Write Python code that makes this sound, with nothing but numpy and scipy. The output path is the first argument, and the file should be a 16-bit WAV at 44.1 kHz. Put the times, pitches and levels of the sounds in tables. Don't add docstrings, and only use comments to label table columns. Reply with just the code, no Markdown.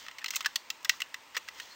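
import sys
import numpy as np
from scipy import signal
from scipy.io import wavfile
from scipy.ndimage import uniform_filter1d

SR = 44100
rng = np.random.default_rng(int(sys.argv[2]) if len(sys.argv) > 2 else 0)


def waveform_to_disk(signal):
    frames = np.transpose(np.atleast_2d(signal))
    scaled = np.clip(frames, -1, 1) * 32767
    samples = np.round(scaled).astype(np.int16)
    wavfile.write(sys.argv[1], SR, samples)


def gain_from_db(level_db):
    decades = np.asarray(level_db, float) / 20
    return 10 ** decades


N = 77175
CLICK_N = 2600


def evened(x):
    return x / np.sqrt(np.mean(x ** 2) + 1e-20)


def read(points, hz):
    f, value = np.transpose(points)
    return np.interp(np.log(hz + 1), np.log(f + 1), value)


def add(mix, s, sound):
    part = mix[round(s * SR):][:len(sound)]
    part += sound[:len(part)]


def coloured(x, points):
    hz = abs(np.fft.fftfreq(2048, 1 / SR))
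    log_gain = np.log(gain_from_db(np.maximum(read(points, hz), -100)))
    phase = -signal.hilbert(log_gain).imag
    taps = np.fft.ifft(np.exp(log_gain + 1j * phase)).real[:1024]
    return signal.oaconvolve(x, taps)[:len(x)]


def lowpass(x, hz):
    taps = signal.firwin(301, hz, window=("kaiser", 8), fs=SR)
    return signal.oaconvolve(x, taps[None], "same")


# f/Hz, level/dB
LOOM_MODES = [(1300, -8), (1520, -9), (1930, 0), (2080, -4), (2700, 0), (3100, -2), (3420, -1), (4080, -1),
              (4550, -3), (5170, 0), (5800, -4), (6100, -6), (6640, -7), (7740, -12)]
LONGEST_T60_S, MOST_CYCLES = .023, 85
MODE_SPREAD, SPOT_DB = .01, 2


def ring(draw):
    t = np.arange(CLICK_N) / SR
    hz, db = np.transpose(LOOM_MODES)[:, :, None]
    count = len(LOOM_MODES)
    detune, spot = draw[:count, None], draw[count:2 * count, None]
    fade_db = -60 * t / np.minimum(LONGEST_T60_S, MOST_CYCLES / hz)
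    tuned_hz = hz * (1 + MODE_SPREAD * detune)
    return (gain_from_db(db + SPOT_DB * spot + fade_db) * np.sin(2 * np.pi * tuned_hz * t)).sum(0)


# f/Hz, level/dB per Hz
PLASTIC_SPECTRUM = [(290, -68), (500, -32), (775, -38.5), (1940, 2.5), (2320, 1.5), (2670, 9.5),
                    (2960, 6.5), (4780, -1), (5160, 2), (8210, -6.5), (10900, -38.5), (14200, -32),
                    (22000, -120)]
DENSE_DB, DENSE_T60_S = -3, .012
PEG_CYCLES = 46
CHATTER_DB = 3
LOW_HZ, MID_HZ, BITE_HZ, HIGH_HZ = 1110, 2320, 4070, 6600
BELOW_HZ, BELOW_DB = 880, -14


def click(row, rise_s, edge_db, crack_db, r):
    _, level_db, peg_hz, peg_db, low_db, bite_db, high_db, chatter_s = row
    t, edge_at = np.arange(CLICK_N) / SR, round(rise_s * SR)
    rise = np.minimum(t / rise_s, 1) ** 2
    fall = np.exp(-(np.maximum(t - rise_s, 0) / chatter_s) ** 2)
    force = rise * fall

    size, chance = r[40:900], r[900:1760]
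    impulses = np.sign(size) * gain_from_db(CHATTER_DB * abs(size)) * (abs(chance) > 1)
    drive = impulses * force[:860]
    drive[edge_at] = -gain_from_db(edge_db)

    power = signal.lfilter([1], [1, -gain_from_db(-120 / SR / DENSE_T60_S)], force ** 2)
    dense = r[1400:] * np.sqrt(power / power.max())
    dense[edge_at] -= gain_from_db(crack_db)

    peg = gain_from_db(-60 * t * peg_hz / PEG_CYCLES) * np.sin(2 * np.pi * peg_hz * t)
    answer = evened(ring(r[:40])) + gain_from_db(peg_db) * evened(peg)
    modes = signal.fftconvolve(drive, answer)[:CLICK_N]
    body = evened(modes) + gain_from_db(DENSE_DB) * evened(coloured(dense, PLASTIC_SPECTRUM))
    tone = [(BELOW_HZ, low_db + BELOW_DB), (LOW_HZ, low_db), (MID_HZ, 0), (BITE_HZ, bite_db),
            (HIGH_HZ, high_db)]
    sound = coloured(body, tone)
    peak = 2 * np.sqrt(uniform_filter1d(sound ** 2, 130).max())
    return -gain_from_db(level_db) * sound / peak


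# t/s, peak level/dB, peg f/Hz, peg note level/dB, lows level/dB, bite level/dB, highs level/dB, chatter t/s
HOOK_SNAPS = [(0.0644, -35, 2380, -2, 10, -3, -7, 0.0036),
              (0.0834, -29.5, 1830, -6.5, -0.5, -2.5, -5, 0.0022),
              (0.1838, -31.5, 2200, 3.5, 4.5, 4, 2, 0.01), (0.2601, -23, 4140, 11, -1, -6.5, -4.5, 0.0049),
              (0.2817, -28.5, 2040, 5, -8, 9, 8, 0.0072), (0.3058, -22.5, 2040, 10, -7, 1.5, 10.5, 0.0043),
              (0.358, -20, 2580, 32, 6, 1, 23.5, 0.0093), (0.4066, -25, 2800, -21, 4, -1.5, -3.5, 0.007),
              (0.4592, -14, 1742, 3, -1, 0.5, -1.5, 0.0056), (0.847, -23.5, 1610, 0.5, 4.5, 9, 9, 0.0052),
              (0.8941, -8.5, 1940, 10.5, -4, 4, 4.5, 0.0046),
              (1.0192, -19.5, 2870, 4, -7.5, -3, -5, 0.0028),
              (1.1425, -25, 2004, -0.5, -6.5, -5.5, -4, 0.0037),
              (1.3665, -19.5, 2300, 3, 4, 3, 0.5, 0.0061), (1.486, -27.5, 2000, -3.5, 6, 0, -1, 0.0034)]
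# t/s, peak level/dB, peg f/Hz, peg note level/dB, lows level/dB, bite level/dB, highs level/dB, chatter t/s
PEG_SLIPS = [(0.1104, -39, 2070, 0, 0.5, 0, 1, 0.0026), (0.206, -43.5, 1380, -4, -4, -14, -19, 0.0029),
             (0.2137, -38.5, 1830, 13, -1, 0, -4, 0.0051), (0.223, -37.5, 1820, 9, 6, 0, -14, 0.0063),
             (0.2412, -22.5, 1310, -4, -12, -8, -1.5, 0.002), (0.3328, -29.5, 2620, -8, 7, -5, -2, 0.0065),
             (0.3457, -28, 2130, 12, -7, 3, -2, 0.0048), (0.3616, -21, 3720, 3, 3, 0, 1, 0.0034),
             (0.4224, -39.5, 2090, 8, 3, -9, 7, 0.0068), (0.4446, -25.5, 1830, -8, 0, -4, -7, 0.0056),
             (0.5562, -16, 4730, -2, 1, 7.5, 6.5, 0.0042), (0.7005, -20, 4680, -7.5, -23, 0.5, 0.5, 0.0031),
             (0.8266, -49, 1640, -18, -5, 3, 19, 0.0021), (0.8525, -30, 1930, 6, 10, -18, -5, 0.0026),
             (0.933, -39.5, 2000, 5, 16, -6, -4, 0.012), (1.0008, -26.5, 2190, 3, -4, -3.5, 1, 0.0069),
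             (1.0165, -27, 6400, -0.5, -7, -10.5, -6.5, 0.0019), (1.3442, -32.5, 1960, 8, 3, 0, -2, 0.019),
             (1.3725, -27, 2140, 1, 7, -5, 7.5, 0.006), (1.4762, -38.5, 1620, 3, 2, -4, 3.5, 0.0044),
             (1.5974, -28.5, 1870, 3, -3.5, 0.5, -1.5, 0.004)]
SNAP_RISE_S, SNAP_EDGE_DB, SNAP_CRACK_DB = .0005, 16, 16
SLIP_RISE_S, SLIP_EDGE_DB, SLIP_CRACK_DB = .0023, 11, 0
BASS_CUT_HZ = 700


def snaps_and_slips():
    out = np.zeros(N)
    kinds = [(HOOK_SNAPS, SNAP_RISE_S, SNAP_EDGE_DB, SNAP_CRACK_DB),
             (PEG_SLIPS, SLIP_RISE_S, SLIP_EDGE_DB, SLIP_CRACK_DB)]
    for table, rise_s, edge_db, crack_db in kinds:
        for row, r in zip(table, rng.standard_normal((len(table), 4000))):
            add(out, row[0], click(row, rise_s, edge_db, crack_db, r))
    bass_cut = signal.butter(4, BASS_CUT_HZ, "high", fs=SR, output="sos")
    return signal.sosfilt(bass_cut, out)


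# t/s, level/dB, f/Hz, T60 t/s
BASE_KNOCKS = [(1.368, -40, 495, .04), (1.3665, -32, 1080, .03), (.4605, -29, 1120, .03),
               (.4475, -34, 1290, .03), (.4075, -38, 1290, .03), (.7025, -40, 1305, .045),
               (.5575, -39, 1140, .035), (1.369, -48, 720, .025)]


def knocks():
    out = np.zeros(N)
    t = np.arange(4000) / SR
    for s, db, hz, t60 in BASE_KNOCKS:
        envelope = gain_from_db(db - 60 * t / t60) * np.minimum(t / .002, 1)
        add(out, s, envelope * np.sin(2 * np.pi * hz * t))
    return out


# t/s, level/dB
RUB_LEVEL = [(0, -53.5), (.06, -53.5), (.14, -62), (.2, -79), (.32, -52), (.35, -52), (.43, -57.5),
             (.52, -60), (.8, -92), (.92, -52), (.97, -60), (1.1, -63), (1.33, -86), (1.4, -59), (1.5, -67),
             (1.588, -50.5), (1.65, -56), (1.75, -67)]
# f/Hz, level/dB per Hz
RUB_SPECTRUM = [(350, -22.5), (600, -12), (999, -8), (2090, 1.5), (2360, -14), (3160, 3), (3570, 0),
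                (4180, -6), (10900, -33), (14200, -72), (22000, -120)]
# t/s, level/dB
RUSTLE_LEVEL = [(0, -54.5), (.075, -61), (.1, -72), (.3, -66), (.35, -42.5), (.42, -64), (.6, -69),
                (.89, -68), (.91, -62), (.97, -57), (1.0, -70), (1.5, -68), (1.58, -54.5), (1.64, -56.5),
                (1.75, -61)]
GRAINS_PER_S, GRAIN_DB = 5000, 2
RUB_MODES_DB = -10
RUSTLE_LOW_HZ, RUSTLE_HIGH_HZ = 4200, 6940


def rubbing():
    sign = rng.choice([-1., 1.], N)
    size = gain_from_db(GRAIN_DB * rng.exponential(1, N))
    grains = sign * size * (rng.random(N) < GRAINS_PER_S / SR)
    modes = signal.oaconvolve(grains, ring(np.zeros(40)))[:N]
    rub = evened(coloured(grains, RUB_SPECTRUM)) + gain_from_db(RUB_MODES_DB) * evened(modes)
    band = signal.butter(2, [RUSTLE_LOW_HZ, RUSTLE_HIGH_HZ], "band", fs=SR, output="sos")
    rustle = evened(signal.sosfilt(band, grains[::-1]))
    t = np.arange(N) / SR
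    rub_gain = gain_from_db(np.interp(t, *np.transpose(RUB_LEVEL)))
    rustle_gain = gain_from_db(np.interp(t, *np.transpose(RUSTLE_LEVEL)))
    return rub_gain * evened(rub) + rustle_gain * rustle


# start t/s, length t/s, level/dB, f/Hz, bandwidth f/Hz
RUBBER_SQUEAKS = [(1.53, .09, -56, 1980, 70), (1.67, .1, -55, 4250, 90), (1.59, .07, -55, 4250, 90),
                  (1.342, .022, -46, 5150, 60), (1.347, .02, -49, 3200, 200)]


def squeaks():
    out = np.zeros(N)
    noises = rng.standard_normal((len(RUBBER_SQUEAKS), SR // 4))
    for (s, length, db, hz, width), noise in zip(RUBBER_SQUEAKS, noises):
        n = round(length * SR)
        band = signal.lfilter(*signal.iirpeak(hz, hz / width, SR), noise)[-n:]
        add(out, s, gain_from_db(db) * np.hanning(n) * evened(band))
    return out


# f/Hz, T60 t/s
ROOM_DECAY = [(500, 1), (2000, 0.077), (5000, 0.3), (9000, 0.24)]
# delay t/s, level/dB
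EARLY_ECHOES = [(.0031, -30), (.0068, -18.5), (.0105, -33)]
TAIL_DB, TAIL_START_S = -19.5, .006


def room(x):
    taps = np.zeros(SR // 2)
    at = np.arange(0, SR // 2 - 20, 20) + rng.integers(0, 20, (SR // 2 - 1) // 20)
    taps[at] = rng.choice([-1., 1.], len(at))
    hz, t, z = signal.stft(taps, SR, nperseg=256)
    decay = gain_from_db(-60 * t / read(ROOM_DECAY, hz)[:, None])
    tail = signal.istft(z * decay, SR, nperseg=256)[1]
    answer = np.zeros(SR)
    add(answer, TAIL_START_S, gain_from_db(TAIL_DB) * tail / np.linalg.norm(tail))
    for k, (delay, db) in enumerate(EARLY_ECHOES):
        add(answer, delay, (-1) ** k * gain_from_db([db]))
    return x + signal.fftconvolve(x, answer)[:N]


# f/Hz, level/dB per Hz
HISS_SPECTRUM = [(18, -68), (30, -61), (80, -17.5), (200, -21), (269, -12.5), (431, -15), (608, -9.5),
                 (705, -14.5), (948, -4), (1520, -11.5), (1850, -7.5), (2480, -9.5), (2810, -9),
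                 (3020, -12), (4380, -16), (8520, -21.5), (10900, -39), (14200, -60), (22000, -120)]
HISS_DB, HISS_PATCH_DB = -55.5, 1


def hiss():
    frames, hz = N // 256 + 5, np.fft.rfftfreq(1024, 1 / SR)
    real, imag, patches = rng.standard_normal((frames, 513, 3)).T
    patches = uniform_filter1d(patches, 10, 0)
    patches = evened(uniform_filter1d(patches, 12, 1))
    z = (real + 1j * imag) * gain_from_db(read(HISS_SPECTRUM, hz)[:, None] + HISS_PATCH_DB * patches)
    noise = signal.istft(z, nperseg=1024, noverlap=768)[1][:N]
    return gain_from_db(HISS_DB) * evened(noise)


# f/Hz, bandwidth f/Hz, level/dB
FAN_BAND = (900, 31, -71)


def fan():
    hz, width, db = FAN_BAND
    band = signal.lfilter(*signal.iirpeak(hz, hz / width, SR), rng.standard_normal(N))
    return gain_from_db(db) * evened(band)


def scene():
    loom = snaps_and_slips() + knocks() + rubbing() + squeaks()
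    return (room(loom) + hiss() + fan())[None]


def top_cut(x):
    return signal.sosfilt(signal.butter(12, 16960, fs=SR, output="sos"), x)


HALF_RATE_LIMIT_HZ = 10480
EDGE_HZ, SHELF_DB, TOP_HZ = 15900, -26, 16930


def record(dry):
    sampled = lowpass(dry, HALF_RATE_LIMIT_HZ)[:, ::2]
    held = np.repeat(sampled, 2, axis=1)[:, :N]
    main = lowpass(held, EDGE_HZ)
    shelf = lowpass(held, TOP_HZ) - main
    return top_cut(main + gain_from_db(SHELF_DB) * shelf)


dry = scene()
out = record(dry)
waveform_to_disk(out)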